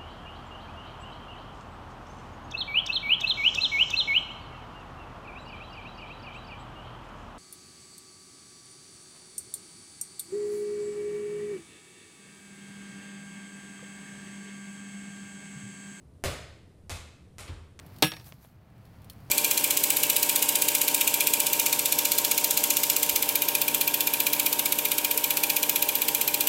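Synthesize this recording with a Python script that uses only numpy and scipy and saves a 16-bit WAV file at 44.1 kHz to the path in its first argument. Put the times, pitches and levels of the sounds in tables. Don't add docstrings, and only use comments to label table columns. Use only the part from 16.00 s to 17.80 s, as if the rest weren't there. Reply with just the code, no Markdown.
import sys
import numpy as np
from scipy import signal
from scipy.fft import rfft, irfft
from scipy.io import wavfile
from scipy.ndimage import uniform_filter1d

SR = 44100
rng = np.random.default_rng(int(sys.argv[2]) if len(sys.argv) > 2 else 0)


def transcribe(u):
    v = np.clip(np.atleast_2d(u).T, -1, 1)
    q = np.round(v * 32767).astype(np.int16)
    wavfile.write(sys.argv[1], SR, q)


N = 79380


def from_db(db):
    return 10 ** (np.asarray(db) / 20)


def at_hz(points, hz):
    f, values = np.transpose(points)
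    return np.interp(np.log(np.maximum(hz, 1)), np.log(f), values)


def since(s):
    return np.maximum(np.arange(N) / SR - s, 0)


def impulse(s):
    return (np.arange(N) == round(s * SR)) + 1e-18


def swell(s, crest_s):
    t = since(s) / crest_s
    return (t * np.exp(1 - t)) ** 2


def ring(s, hz, fade_s):
    t = since(s)
    return np.sin(2 * np.pi * hz * t) * np.exp(-np.log(1000) * t / fade_s)


def soften(x, hz, keep="low", order=2):
    return signal.sosfilt(signal.butter(order, min(hz, .45 * SR), keep, fs=SR, output="sos"), x)


def noise_spectrum(colour):
    hz = np.arange(N // 2 + 1) * SR / N
    return hz, rfft(rng.standard_normal(N)) * from_db(at_hz(colour, hz))


# f/Hz, level/dB
RUMBLE_COLOUR = [(20, -8), (40, -30), (60, -0.5), (82, 1.5), (110, -4), (170, -8.5), (230, -13.5),
                 (400, -16.5), (700, -27), (1500, -37), (3000, -42), (7000, -46.5), (9300, -42),
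                 (11500, -50.5), (15000, -54.5)]
def rumble(level_db=-28.5):
    _, spectrum = noise_spectrum(RUMBLE_COLOUR)
    return from_db(level_db) * irfft(spectrum, N)


def ball_click(crack_db, crack_s=0.00073, low_hz=1110, top_hz=11000):
    crack = from_db(crack_db) * rng.standard_normal(N) * np.exp(-since(0) / crack_s)
    bright = soften(crack - impulse(0), low_hz, "high", order=1)
    return soften(bright, top_hz)


# f/Hz, level/dB, fade time/s
BOARD_TONES = [(60, -35, 0.066), (137.3, -34.5, 0.29), (259, -29.5, 0.034), (414, -27.5, 0.044),
               (694, -21.5, 0.016), (1220, -26.5, 0.0042)]
def board_knock():
    return sum(from_db(db) * ring(0, hz, fade_s) for hz, db, fade_s in BOARD_TONES)


# delay/s, level/dB
FIRST_ECHOES = [(.0038, -16), (.0058, -7), (.0079, -7.5), (.0108, -12), (.0142, -9.5), (.0195, -8.5),
                (.0235, -10), (.033, -12)]
def echo_paths(s, wander=.06):
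    echoes = sum(from_db(db) * impulse(s + delay * (1 + wander * rng.uniform(-0.91, 1)))
                 for delay, db in FIRST_ECHOES)
    return impulse(s) + echoes


def uneven(hz, depth_db=2, spacing_hz=129.9, count=400):
    gain = from_db(depth_db * np.interp(hz / spacing_hz, np.arange(count), rng.standard_normal(count)))
    return gain / np.sqrt(np.mean(gain ** 2))


# f/Hz, fade time/s
ROOM_FADE = [(60, 0.88), (200, 0.61), (500, 0.58), (1000, 0.68), (2200, 0.77), (4500, 0.7), (7500, 0.59),
             (11000, 0.41), (15000, 0.34)]
def room_tail(s, colour, build_s=0.0047, bands=14):
    t, tail = since(s), 0
    hz, spectrum = noise_spectrum(colour)
    spectrum = spectrum * uneven(hz)
    centres = np.geomspace(60, 15000, bands)
    for centre, share in zip(centres, np.eye(bands)):
        band = irfft(spectrum * at_hz(np.c_[centres, share], hz), N)
        tail = tail + band * np.exp(-np.log(1000) * t / at_hz(ROOM_FADE, centre))
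    lumps = uniform_filter1d(rng.standard_normal(N), size=30)
    lumps_db = 2 * lumps / lumps.std() * np.exp(-t / 0.099)
    walls_db = 1.5 * np.exp(-((t - FAR_WALL_S) / .005) ** 2)
    return tail * (1 - np.exp(-t / build_s)) * from_db(lumps_db + walls_db)


FAR_WALL_S = .024
# f/Hz, level/dB, fade time/s
ROOM_TONES = [(369, -41.5, 0.41), (392.6, -40.5, 0.6), (449.3, -43, 0.53), (509, -45, 0.95),
              (565, -45.5, 0.84), (612, -38.5, 0.25), (715, -40.5, 0.5), (1092, -44.5, 0.54),
              (1264, -47, 0.56), (1373, -43.5, 0.4), (1520, -45.5, 0.72), (1950, -51, 1), (2110, -50, 0.89),
              (3401, -44.5, 0.66)]
def room_ring(s):
    return sum(from_db(db) * ring(s + rng.uniform(0, FAR_WALL_S), hz, fade_s)
               for hz, db, fade_s in ROOM_TONES)


# f/Hz, level/dB, delay/s, rise time/s
BOOM_TONES = [(49.6, -11, 0.014, 0.043), (87.1, -1, 0.011, 0.024), (134.7, -14.5, 0.0176, 0.029),
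              (78.9, -14, 0.0594, 0.063)]
def boom(s):
    return sum(from_db(db) * swell(s + delay, rise_s) * np.sin(2 * np.pi * hz * since(s + delay))
               for hz, db, delay, rise_s in BOOM_TONES)


# f/Hz, level/dB
CLICK_TAIL_COLOUR = [(100, -26), (300, -4), (600, 6), (1100, 7), (1600, 2), (2100, 6), (3500, 1.5),
                     (4900, 2), (5900, -0.5), (7500, 3.5), (10000, 1), (12000, -4), (15000, -1.5)]
KNOCK_TAIL_COLOUR = [(30, -11), (50, -2), (130, 8.5), (200, -4), (290, -1.5), (380, -1.5), (500, 3),
                     (650, 4), (850, -10.5), (1300, -4), (1800, -11), (4000, -10.5), (12000, -46)]
# t/s, click/dB, crack within the click/dB, click's tail/dB, knock/dB, boom/dB,
# dulled above f/Hz
LANDINGS = [(.2390, -10, -10, -34.5, -4.5, -29, 14410), (0.896, -13.5, -16, -38.5, -18.5, -33.5, 11000),
            (1.3836, -19, -22, -43.5, -28.5, -42, 11700), (1.7918, -17.5, -20.5, -40, -34.5, -48, 7500)]
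def bounce(s, click_db, crack_db, tail_db, knock_db, boom_db, dull_hz):
    paths = echo_paths(s)
    click = from_db(click_db) * signal.fftconvolve(paths, ball_click(crack_db))[:N]
    click += from_db(tail_db) * room_tail(s, CLICK_TAIL_COLOUR)
    knock = signal.fftconvolve(paths, board_knock())[:N]
    knock += from_db(-16.5) * room_tail(s, KNOCK_TAIL_COLOUR)
    knock += room_ring(s)
    return soften(click, dull_hz) + from_db(knock_db) * knock + from_db(boom_db) * boom(s)


# f/Hz, level/dB
SCUFF_COLOUR = [(300, -14), (1200, -11), (2400, 3.5), (4700, -6.5), (6000, -19), (9000, -20), (15000, -29)]
THUD_COLOUR = [(30, -32), (60, -36), (150, -11), (300, -6), (600, -12.5), (1200, -15.5), (2000, -23),
               (4000, -23.5), (12000, -47)]
# t/s, thud/dB, boom/dB, scuff/dB, dulled above f/Hz, build-up time/s
DULL_BUMPS = [(1.473, -23.5, -32.5, -40, 5000, 0.0082)]
def bump(s, thud_db, boom_db, scuff_db, dull_hz, build_s):
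    _, spectrum = noise_spectrum(SCUFF_COLOUR)
    scuff = from_db(scuff_db) * swell(s, crest_s=0.011) * irfft(spectrum, N)
    thud = from_db(thud_db) * room_tail(s, THUD_COLOUR, build_s)
    return scuff + soften(thud, dull_hz) + from_db(boom_db) * boom(s)


def scene():
    bounces = sum(bounce(*row) for row in LANDINGS)
    bumps = sum(bump(*row) for row in DULL_BUMPS)
    return (rumble() + bounces + bumps)[None]


def record(dry):
    top_hz = 15400
    return signal.sosfilt(signal.ellip(10, .2, 70, top_hz, fs=SR, output="sos"), dry)


dry = scene()
out = record(dry)
transcribe(out)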